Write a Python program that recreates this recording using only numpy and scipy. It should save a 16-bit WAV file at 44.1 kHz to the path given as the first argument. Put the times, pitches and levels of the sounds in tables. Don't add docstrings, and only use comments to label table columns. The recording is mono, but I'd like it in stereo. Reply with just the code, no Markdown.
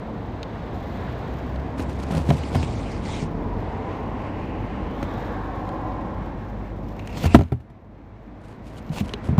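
import sys
import numpy as np
from scipy import signal
from scipy.fft import rfft, irfft, next_fast_len
from scipy.io import wavfile
from scipy.ndimage import map_coordinates

SR = 44100
rng = np.random.default_rng(int(sys.argv[2]) if len(sys.argv) > 2 else 0)


def digitize_waveform(pressure):
    field = np.atleast_2d(pressure).T
    bounded = np.clip(field, -1, 1)
    quanta = np.round(bounded * 32767).astype(np.int16)
    wavfile.write(sys.argv[1], SR, quanta)


N = 414099
TIME = np.arange(N) / SR

# (time [s], rumble [dB], roar [dB], hiss [dB])
TRAFFIC_LEVELS = [(0.1, -34.5, -39, -46.5), (1.1, -32, -38, -42.5), (1.7, -32, -37, -45),
                  (3.3, -29, -38, -44.5), (3.9, -31.5, -37, -43), (4.7, -31, -39, -45.5),
                  (5.2, -33.5, -35.5, -42.5), (6.05, -32, -37.5, -46.5), (6.6, -34.5, -42, -49.5),
                  (9.3, -32, -39.5, -44.5)]
# (frequency [Hz], gain [dB])
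TRAFFIC_COLOUR = [(18, -19), (30, -14), (58, -3), (90, -.5), (140, -5), (220, -4.5), (300, -6), (400, -11),
                  (700, -10.5), (1050, -15.5), (1250, -23), (2200, -31), (3400, -41.5), (4600, -48),
                  (8000, -60.5), (15000, -90)]
# (frequency [Hz], side minus mid [dB])
STEREO_WIDTH = [(50, -68), (125, -34), (380, -14), (700, -17), (1300, -1), (2400, 1), (8000, 6.5)]
# (time [s], left minus right [dB])
MIC_TURN = [(0.0, 3), (2.4, 3.5), (4.7, -2.5), (6.4, -3.5), (7.0, 0)]
# (time [s], lag [ms])
PANEL_ECHO = [(1.6, 0.62), (3.4, 0.19), (4.5, 0.44), (5.4, .59), (7.0, 0.51)]
# (width [Hz], [(time [s], pitch [Hz], level [dB])])
HOLLOWS = [(45, [(3.1, 452, -49), (3.5, 443, -42), (4.0, 428, -40.5), (4.5, 428, -47), (5.2, 497, -44),
           (5.9, 481, -60)]), (20.4, [(3.2, 754, -64), (3.6, 745, -45.5), (4.0, 795, -49.5),
           (4.7, 760, -57), (5.3, 752, -51), (5.85, 748.7, -36.5), (6.2, 733, -55), (6.5, 760, -72)]),
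           (85.5, [(3.1, 998, -70), (3.45, 980, -41), (3.7, 924, -41.5), (3.95, 1055, -39),
           (4.6, 1043, -48.5), (5.2, 1133, -46.5), (5.85, 1023, -38), (6.2, 1040, -49), (6.7, 1000, -76)]),
           (350, [(3.3, 2000, -66), (3.6, 1990, -52.5), (4.6, 2000, -49.5), (5.0, 1720, -55),
           (5.35, 1620, -41.5), (5.7, 1593, -54), (6.5, 1580, -54), (7.0, 1650, -77)]),
           (900, [(0, 3670, -60.5), (1.1, 3700, -53), (1.6, 3700, -64), (2.2, 3700, -82)]),
           (550, [(3.6, 2600, -75), (4.0, 2650, -57), (4.55, 2540, -48), (4.85, 2850, -52.5),
           (5.15, 3648, -53), (5.6, 3830, -67), (6.3, 3778, -80)])]
# (time [s], firing rate [Hz])
DIESEL_FIRING = [(.55, 55.05), (1.1, 60.9), (1.45, 63.26), (2.38, 71.86), (2.65, 62.1), (2.95, 45.76),
                 (3.25, 40.05), (3.6, 46.4), (4.1, 48.76), (9.39, 52.4)]
# (order [multiple of the firing rate], gain [dB])
EXHAUST_ORDERS = [(1, -3), (2, -6), (4, -10.5), (6, -20.5)]
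# (start [s], length [s], level [dB], swell [dB])
HISS_SWELLS = [(.75, 0.78, -63.5, 0), (5.0, 0.74, -67, -17), (6.85, 0.34, -62, 3), (7.17, 0.094, -41.5, 11),
               (8.64, 0.29, -61, 13), (8.968, 0.038, -36.5, 0)]
# (frequency [Hz], gain [dB])
HISS_COLOUR = [(800, -19), (2500, 8.5), (5000, 4.5), (9000, 5.5), (13000, -1), (15500, -3.5)]
# (time [s], peak level [dB], favoured frequency [Hz])
CLICKS = [(0.4303, -20, 4300), (1.56, -35, 4500), (1.796, -31, 4100), (1.802, -26.5, 8900),
          (1.917, -38, 4130), (2.0, -32, 2600), (2.3045, -17.5, 3000), (2.435, -27, 2370),
          (2.549, -22.5, 2190), (2.6291, -20.5, 2600), (5.029, -28.5, 11000), (5.691, -30.5, 8980),
          (6.9934, -30, 2787), (7.074, -23.5, 9020), (7.172, -25, 6940), (7.389, -13, 6100),
          (7.41, -20, 6000), (7.42, -17, 5000), (7.435, -18, 6000), (7.485, -32, 4970), (8.712, -42, 2490),
          (8.768, -33, 4070), (8.8935, -33, 4000), (9.006, -23, 2534), (9.0927, -24.5, 3520),
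          (9.1368, -12, 3560)]
# (frequency [Hz], width [Hz], gain [dB])
PLASTIC_MODES = [(950, 210, 0), (2500, 550, 0.5), (3120, 410, 5.5), (3360, 800, -0.5), (3970, 530, -1),
                 (6500, 640, -8.5), (8800, 1700, -14.5), (11900, 3400, -15.5)]
# (time [s], gain [dB], contact cut-off [Hz], favoured frequency [Hz], relative crack level [dB])
KNOCKS = [(1.794, -24.5, 700, 300, -3), (2.287, -15, 399.5, 148, -12), (2.302, -16, 680, 159, -5),
          (2.309, -16, 720, 635, -25), (2.333, -18, 190, 134, -28), (2.546, -22, 749.4, 770, -5),
          (2.554, -12, 600, 99.4, -11), (2.576, -15, 220, 117, -28), (2.629, -17, 407, 108, -21),
          (3.223, -17.5, 300, 138, -30), (5.027, -22, 1600, 494, -7), (7.171, -34.5, 450.7, 159.6, 5),
          (7.2392, -16, 560, 148, -10), (7.254, -17, 1000, 79, -8), (7.3453, 6.5, 693, 284, -9.5),
          (7.3497, 9, 780, 75.3, -9), (7.358, 3, 600, 122, -13), (7.389, 1.5, 900, 90, -14),
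          (7.409, 1.5, 995, 111, -14.5), (7.520, 0, 950, 113, -15.5), (7.602, -29, 906, 110, -1.5),
          (7.7, -24, 248, 127, -10), (8.039, -27, 217, 110, -29), (8.9, -18.5, 260, 145, -40),
          (9.007, -13.5, 310, 205.7, -27), (9.137, -27.5, 1100, 400, -20), (9.287, -9, 300, 111, -25.5),
          (9.326, -16, 300, 173, -38), (9.379, -9, 227, 144.6, -16), (9.381, -17, 1500, 900, -20)]
# (frequency [Hz], gain [dB], t60 [s])
COVER_MODES = [(68.5, -15, 0.29), (85.4, -3.5, 0.21), (121.2, -11.5, 0.16), (157, -4.5, 0.11),
               (197.5, -9, 0.14), (248, -11, 0.21), (300, -6, 0.07), (406, -9, 0.074), (560, -11.5, 0.063),
               (676, -7.5, 0.046), (749, -9.5, 0.048), (815, -12.5, 0.053), (980, -9, 0.023),
               (1350, -17, 0.058), (1863, -25, .083), (2390, -20, 0.087)]
# (frequency [Hz], gain [dB])
CRACK_COLOUR = [(200, 6), (900, 2), (2500, -9.5), (5000, -22), (9000, -28.5), (15000, -31)]
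# (start [s], length [s], level [dB], swell [dB])
RUB_STROKES = [(1.797, 0.032, -39, -3), (1.9, 0.026, -44.5, 3), (1.995, 0.04, -44.5, 0),
               (2.105, 0.077, -36.5, 2), (2.22, 0.037, -47, -1), (2.29, 0.092, -42, -4),
               (2.53, 0.06, -40.5, -10), (7.235, 0.026, -29.5, 6), (8.44, 0.094, -44.5, -1),
               (8.668, 0.01, -37.5, 2), (8.715, 0.063, -45, 7), (8.93, 0.071, -33.5, 13),
               (9.05, 0.089, -43.5, -5.5), (9.255, 0.048, -45, -3)]
# (frequency [Hz], gain [dB])
RUB_COLOUR = [(150, 18), (600, 11), (1200, -3), (1900, -1.5), (2600, 3), (4000, -1), (6000, -4.5),
              (9000, -5), (12000, -8.5), (15000, -11)]
# (frequency [Hz], width [Hz], gain [dB])
RUB_MODES = [(512, 29, 4), (790, 94, -5), (980, 130, -3.5), (1475, 83, -9.5)]
# (start [s], length [s], level [dB], swell [dB])
FOAM_STROKES = [(1.85, 0.33, -52.5, 2), (2.33, 0.16, -43, 3), (2.535, 0.11, -39.5, 6),
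                (2.68, 0.3, -43.5, -3.5), (3.06, .17, -37.5, -3), (7.175, 0.25, -43, -8),
                (7.36, 0.054, -33.5, -20)]
# (frequency [Hz], gain [dB])
FOAM_COLOUR = [(200, 3), (850, 9.5), (1600, -10), (2100, 3.5), (2600, 0), (6000, -4.5), (9000, -6),
               (11000, -16.5), (15000, -32.5)]
# (start [s], gap between slips [s])
JUDDER_TIMING = (2.107, .0115)
# (contact cut-off [Hz], favoured frequency [Hz], relative crack level [dB])
JUDDER_TOUCH = (1100, 145.7, -7)
# (time [s], level [dB])
BAY_LEVEL = [(2.6, -83), (3.4, -41.5), (5.0, -39), (5.8, -36.5), (6.3, -39.5), (6.9, -66), (7.3, -58)]
# (frequency [Hz], width [Hz], gain [dB])
BAY_MODES = [(305, 34, -1), (560, 36, -8.5), (828, 150, -7.5)]
# (time [s], lag [ms], strength [0-1])
BAY_ECHO = [(2.6, 2.4, 0), (3.5, 4.4, 0.07), (4.0, 3.85, 0.03), (4.7, 3.74, 0.17), (5.2, 4.2, 0.13),
            (5.85, 3.6, 0.53), (6.9, 3.87, 0)]
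# (start [s], length [s], level [dB], swell [dB])
RASP_STROKES = [(6.995, 0.01, -48, -10), (7.02, 0.045, -55, 0), (7.092, 0.016, -45, -2),
                (7.122, .033, -45, 0), (7.24, 0.16, -41.5, 4), (8.977, 0.025, -36, 0)]
# (frequency [Hz], width [Hz], gain [dB])
RASP_MODES = [(2500, 340, 11.5), (2810, 160, 12.5), (2987, 310, -7)]


def from_db(db):
    return 10 ** (np.asarray(db) / 20)


def rms_one(x):
    return x / np.sqrt(np.mean(x ** 2) + 1e-20)


def in_time(rows):
    times, *columns = np.transpose(rows)
    return [np.interp(TIME, times, column) for column in columns]


def butter(x, hz, kind, order=2):
    return signal.sosfilt(signal.butter(order, hz, kind, fs=SR, output="sos"), x)


def lagging(x, seconds):
    pole = np.exp(-1 / (seconds * SR))
    return signal.lfilter([1 - pole], [1, -pole], x)


def colour(x, points):
    size = next_fast_len(x.shape[-1])
    hz, db = np.transpose(points)
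    bin_hz = np.arange(size // 2 + 1) * SR / size
    gain = from_db(np.interp(np.log(bin_hz + 1), np.log(hz), db))
    return irfft(rfft(x, size) * gain, size)[..., :x.shape[-1]]


def drift(knots_per_s):
    knots = rng.standard_normal(4000)
    return rms_one(np.interp(TIME * knots_per_s, np.arange(len(knots)), knots))


def resonate(x, modes):
    out = 0
    for k, (hz, width, db) in enumerate(modes):
        r = np.exp(-np.pi * width / SR)
        ring = signal.lfilter([1, 0, -1], [1, -2 * r * np.cos(2 * np.pi * hz / SR), r * r], x)
        out = out + (-1) ** k * from_db(db) * (1 - r * r) / 2 * ring
    return out


def nearness(hz, centre_hz, octaves):
    return np.exp(-(np.log2(hz / centre_hz) / octaves) ** 2)


def add(out, start_s, sound):
    at = round(start_s * SR)
    out[..., at:at + sound.shape[-1]] += sound[..., :max(N - at, 0)]


def delayed(x, lag_ms):
    return np.array([np.interp(TIME - lag_ms / 1000, TIME, port) for port in x])


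def from_left(x, lag_samples):
    return np.array([x, map_coordinates(x, [np.arange(N) - lag_samples], order=3)])


def diffuse():
    mid, side = rng.standard_normal((2, N))
    side = colour(side, STEREO_WIDTH)
    return np.array([mid + side, mid - side])


def strokes(rows, rise_s, fall_s, edge_share):
    power = 0
    for start, length, level_db, swell_db in rows:
        t, soft_s = TIME - start, edge_share * length
        before = np.maximum(-t, 0) / (rise_s + soft_s)
        after = np.maximum(t - length, 0) / (fall_s + soft_s)
        fade_db = 20 * np.minimum(before + after, 10)
        progress = np.clip(t / length, 0, 1)
        power = power + from_db(level_db + swell_db * (progress - .5) - fade_db) ** 2
    return np.sqrt(power)


def friction(spectrum, snags_per_s, snag_size):
    snags = (rng.random(N) < snags_per_s / SR) * rng.standard_normal(N) * snag_size
    noise = rng.standard_normal((3, N))
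    noise[0] += snags
    noise = rms_one(colour(noise, spectrum))
    return noise[0], noise[1:], snags


def gritty(x, patchy_db, patches_per_s):
    edges_hz = np.geomspace(500, 12000, 13)
    size = next_fast_len(N)
    spectrum = rfft(x, size)
    band_of_bin = np.searchsorted(edges_hz, np.arange(size // 2 + 1) * SR / size)
    bands = (irfft(spectrum * (band_of_bin == k), size)[:N] for k in range(len(edges_hz) + 1))
    return rms_one(sum(band * from_db(patchy_db * drift(patches_per_s)) for band in bands))


def traffic(low_hz=400, high_hz=1400):
    rumble_db, roar_db, hiss_db = in_time(TRAFFIC_LEVELS)
    rumble, roar, hiss = (colour(diffuse(), TRAFFIC_COLOUR) for _ in range(3))
    rumble = butter(rumble, low_hz, "low", order=4)
    roar = butter(roar, [low_hz, high_hz], "band", order=4)
    hiss = panel_echo(butter(hiss, high_hz, "high", order=4))
    rumble = rms_one(rumble) * from_db(rumble_db + 0.94 * drift(15))
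    roar = rms_one(roar) * from_db(roar_db + 0.5 * drift(11))
    hiss = rms_one(hiss) * from_db(hiss_db + 1.06 * drift(12))
    balance = from_db(in_time(MIC_TURN)[0] * [[.5], [-.5]])
    return rumble + (bay_echo(roar + hiss) + bay_ring() + hollows()) * balance


def panel_echo(x, strength=0.12):
    lag_ms, = in_time(PANEL_ECHO)
    return x + strength * delayed(x, lag_ms)


def hollows():
    out, noise = 0, diffuse()
    for width_hz, curve in HOLLOWS:
        hz, db = in_time(curve)
        carrier = np.exp(2j * np.pi * np.cumsum(hz) / SR)
        band = (butter(noise / carrier, width_hz / 2, "low") * carrier).real
        out = out + rms_one(band) * from_db(db)
    return out


def diesel(idle_hz=58.7, base_db=-35, rev_db_per_octave=40.5, arrives_s=2.7, approach_db_per_s=2):
    firing_hz, = in_time(DIESEL_FIRING)
    rev_db = rev_db_per_octave * np.maximum(np.log2(firing_hz / idle_hz), 0)
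    unsteady_hz = firing_hz * (1 + 0.0081 * drift(12))
    phase = 2 * np.pi * np.cumsum(unsteady_hz) / SR
    note = sum(np.sin(order * phase) * from_db(db + rev_db / order + 2.0 * drift(8.2))
               for order, db in EXHAUST_ORDERS)
    distance_loss_db = approach_db_per_s * np.maximum(arrives_s - TIME, 0)
    return np.sqrt(2) * note * from_db(base_db - distance_loss_db)


def fine_hiss(grain_db=3.5, floor_db=-65.0):
    hiss = rms_one(colour(rng.standard_normal(N), HISS_COLOUR))
    gain = from_db(floor_db) + strokes(HISS_SWELLS, rise_s=0.036, fall_s=0.021, edge_share=0.074)
    return from_left(hiss * gain * from_db(grain_db * drift(150)), lag_samples=2.37)


def plastic_clicks(t60=0.018, grit_db=-17, favour_db=6, favour_octaves=0.38):
    out, t = np.zeros(N), TIME[:SR // 20]
    for start_s, peak_db, spot_hz in CLICKS:
        modes = [(hz, width, db + favour_db * nearness(hz, spot_hz, favour_octaves))
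                 for hz, width, db in PLASTIC_MODES]
        grit = rng.standard_normal(len(t)) * from_db(grit_db - 60 * t / t60)
        snap = resonate((t == 0) + grit, modes)
        add(out, start_s, from_db(peak_db) * snap / np.abs(snap).max())
    return from_left(out, lag_samples=1.9)


def cover_knocks(crack_t60=0.054, crack_rise_s=0.00043, rattle_t60=0.6, rattle_db=-25,
                 spread_db=2.84, side_db=-8, favour_db=13.0, favour_octaves=0.18, radiate_hz=55):
    out, t = np.zeros((2, N)), TIME[:SR // 2]
    hz, mode_db, t60 = np.transpose(COVER_MODES)
    rings = np.sin(2 * np.pi * hz[:, None] * t) * from_db(-60 * t / t60[:, None])
    crack_decay = from_db(-60 * t / crack_t60) + from_db(rattle_db - 60 * t / rattle_t60)
    crack_shape = crack_decay * (1 - np.exp(-t / crack_rise_s))
    signs = (-1) ** ((np.arange(len(hz)) + 1) // 2)
    for start_s, gain_db, contact_hz, spot_hz, crack_db in KNOCKS + glove_judder():
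        favoured_db = favour_db * nearness(hz, spot_hz, favour_octaves)
        chance_db = spread_db * rng.standard_normal(len(hz)) * (hz > spot_hz)
        strength = signs * from_db(mode_db + favoured_db + chance_db)
        body = butter(strength @ rings, contact_hz, "low")
        body = butter(body, radiate_hz, "high")
        mid, side = rms_one(colour(rng.standard_normal((2, len(t))), CRACK_COLOUR))
        crack = (mid + from_db(side_db) * side * [[1], [-1]]) * crack_shape
        add(out, start_s, from_db(gain_db) * (body + from_db(crack_db) * crack))
    return out


def rubbing(grain_db=-2.5, stutter_db=4.0, scatter=0.13, panel_db=-3):
    direct, scattered, snags = friction(RUB_COLOUR, snags_per_s=250, snag_size=6.1)
    direct = gritty(direct, patchy_db=0.5, patches_per_s=130)
    panel = from_db(panel_db) * rms_one(resonate(snags, RUB_MODES))
    motion = strokes(RUB_STROKES, rise_s=0.027, fall_s=0.018, edge_share=0.21)
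    grip = from_db(grain_db * drift(400) + stutter_db * drift(60))
    return motion * grip * (from_left(direct + panel, lag_samples=1.4) + scatter * scattered)


def foam_swish(scatter=0.099):
    direct, scattered, _ = friction(FOAM_COLOUR, snags_per_s=300, snag_size=5.0)
    direct = gritty(direct, patchy_db=2.4, patches_per_s=49)
    motion = strokes(FOAM_STROKES, rise_s=0.028, fall_s=0.013, edge_share=0.21)
    return motion * (from_left(direct, lag_samples=1.81) + scatter * scattered)


def glove_judder(slips=8, first_db=-25.5, step_db=0.1, uneven=0.143):
    start_s, gap_s = JUDDER_TIMING
    slack = uneven * rng.standard_normal(slips)
    return [(start_s + (k + slack[k]) * gap_s, first_db + k * step_db, *JUDDER_TOUCH)
            for k in range(slips)]


def bay_ring(cutoff_hz=1470):
    ring = resonate(butter(diffuse(), cutoff_hz, "low"), BAY_MODES)
    return rms_one(ring) * from_db(in_time(BAY_LEVEL)[0])


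def bay_echo(x):
    lag_ms, strength = in_time(BAY_ECHO)
    return (x + strength * delayed(x, lag_ms)) / np.sqrt(1 + strength ** 2)


def edge_rasp(stutter_db=4.0):
    pressure = strokes(RASP_STROKES, rise_s=0.0054, fall_s=0.018, edge_share=0.2)
    ring = rms_one(resonate(rng.standard_normal((2, N)), RASP_MODES))
    return ring * pressure * from_db(stutter_db * drift(200))


def scene():
    distant = traffic() + diesel()
    close = rubbing() + fine_hiss() + edge_rasp() + foam_swish() + cover_knocks() + plastic_clicks()
    return distant + close


def record(dry, threshold_db=-9.0, release_db_per_s=8.0, sense_s=0.0047, attack_s=0.0071, top_hz=15400):
    power = lagging(np.mean(dry ** 2, axis=0), sense_s)
    over_db = np.maximum(10 * np.log10(power + 1e-18) - threshold_db, 0)
    release_db = release_db_per_s * TIME
    held_db = np.maximum.accumulate(over_db + release_db) - release_db
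    ducked = dry * from_db(-lagging(held_db, attack_s))
    clipped = np.clip(ducked, -.985, .985)
    return signal.sosfilt(signal.ellip(10, .1, 80, top_hz, fs=SR, output="sos"), clipped)


dry = scene()
out = record(dry)
digitize_waveform(out)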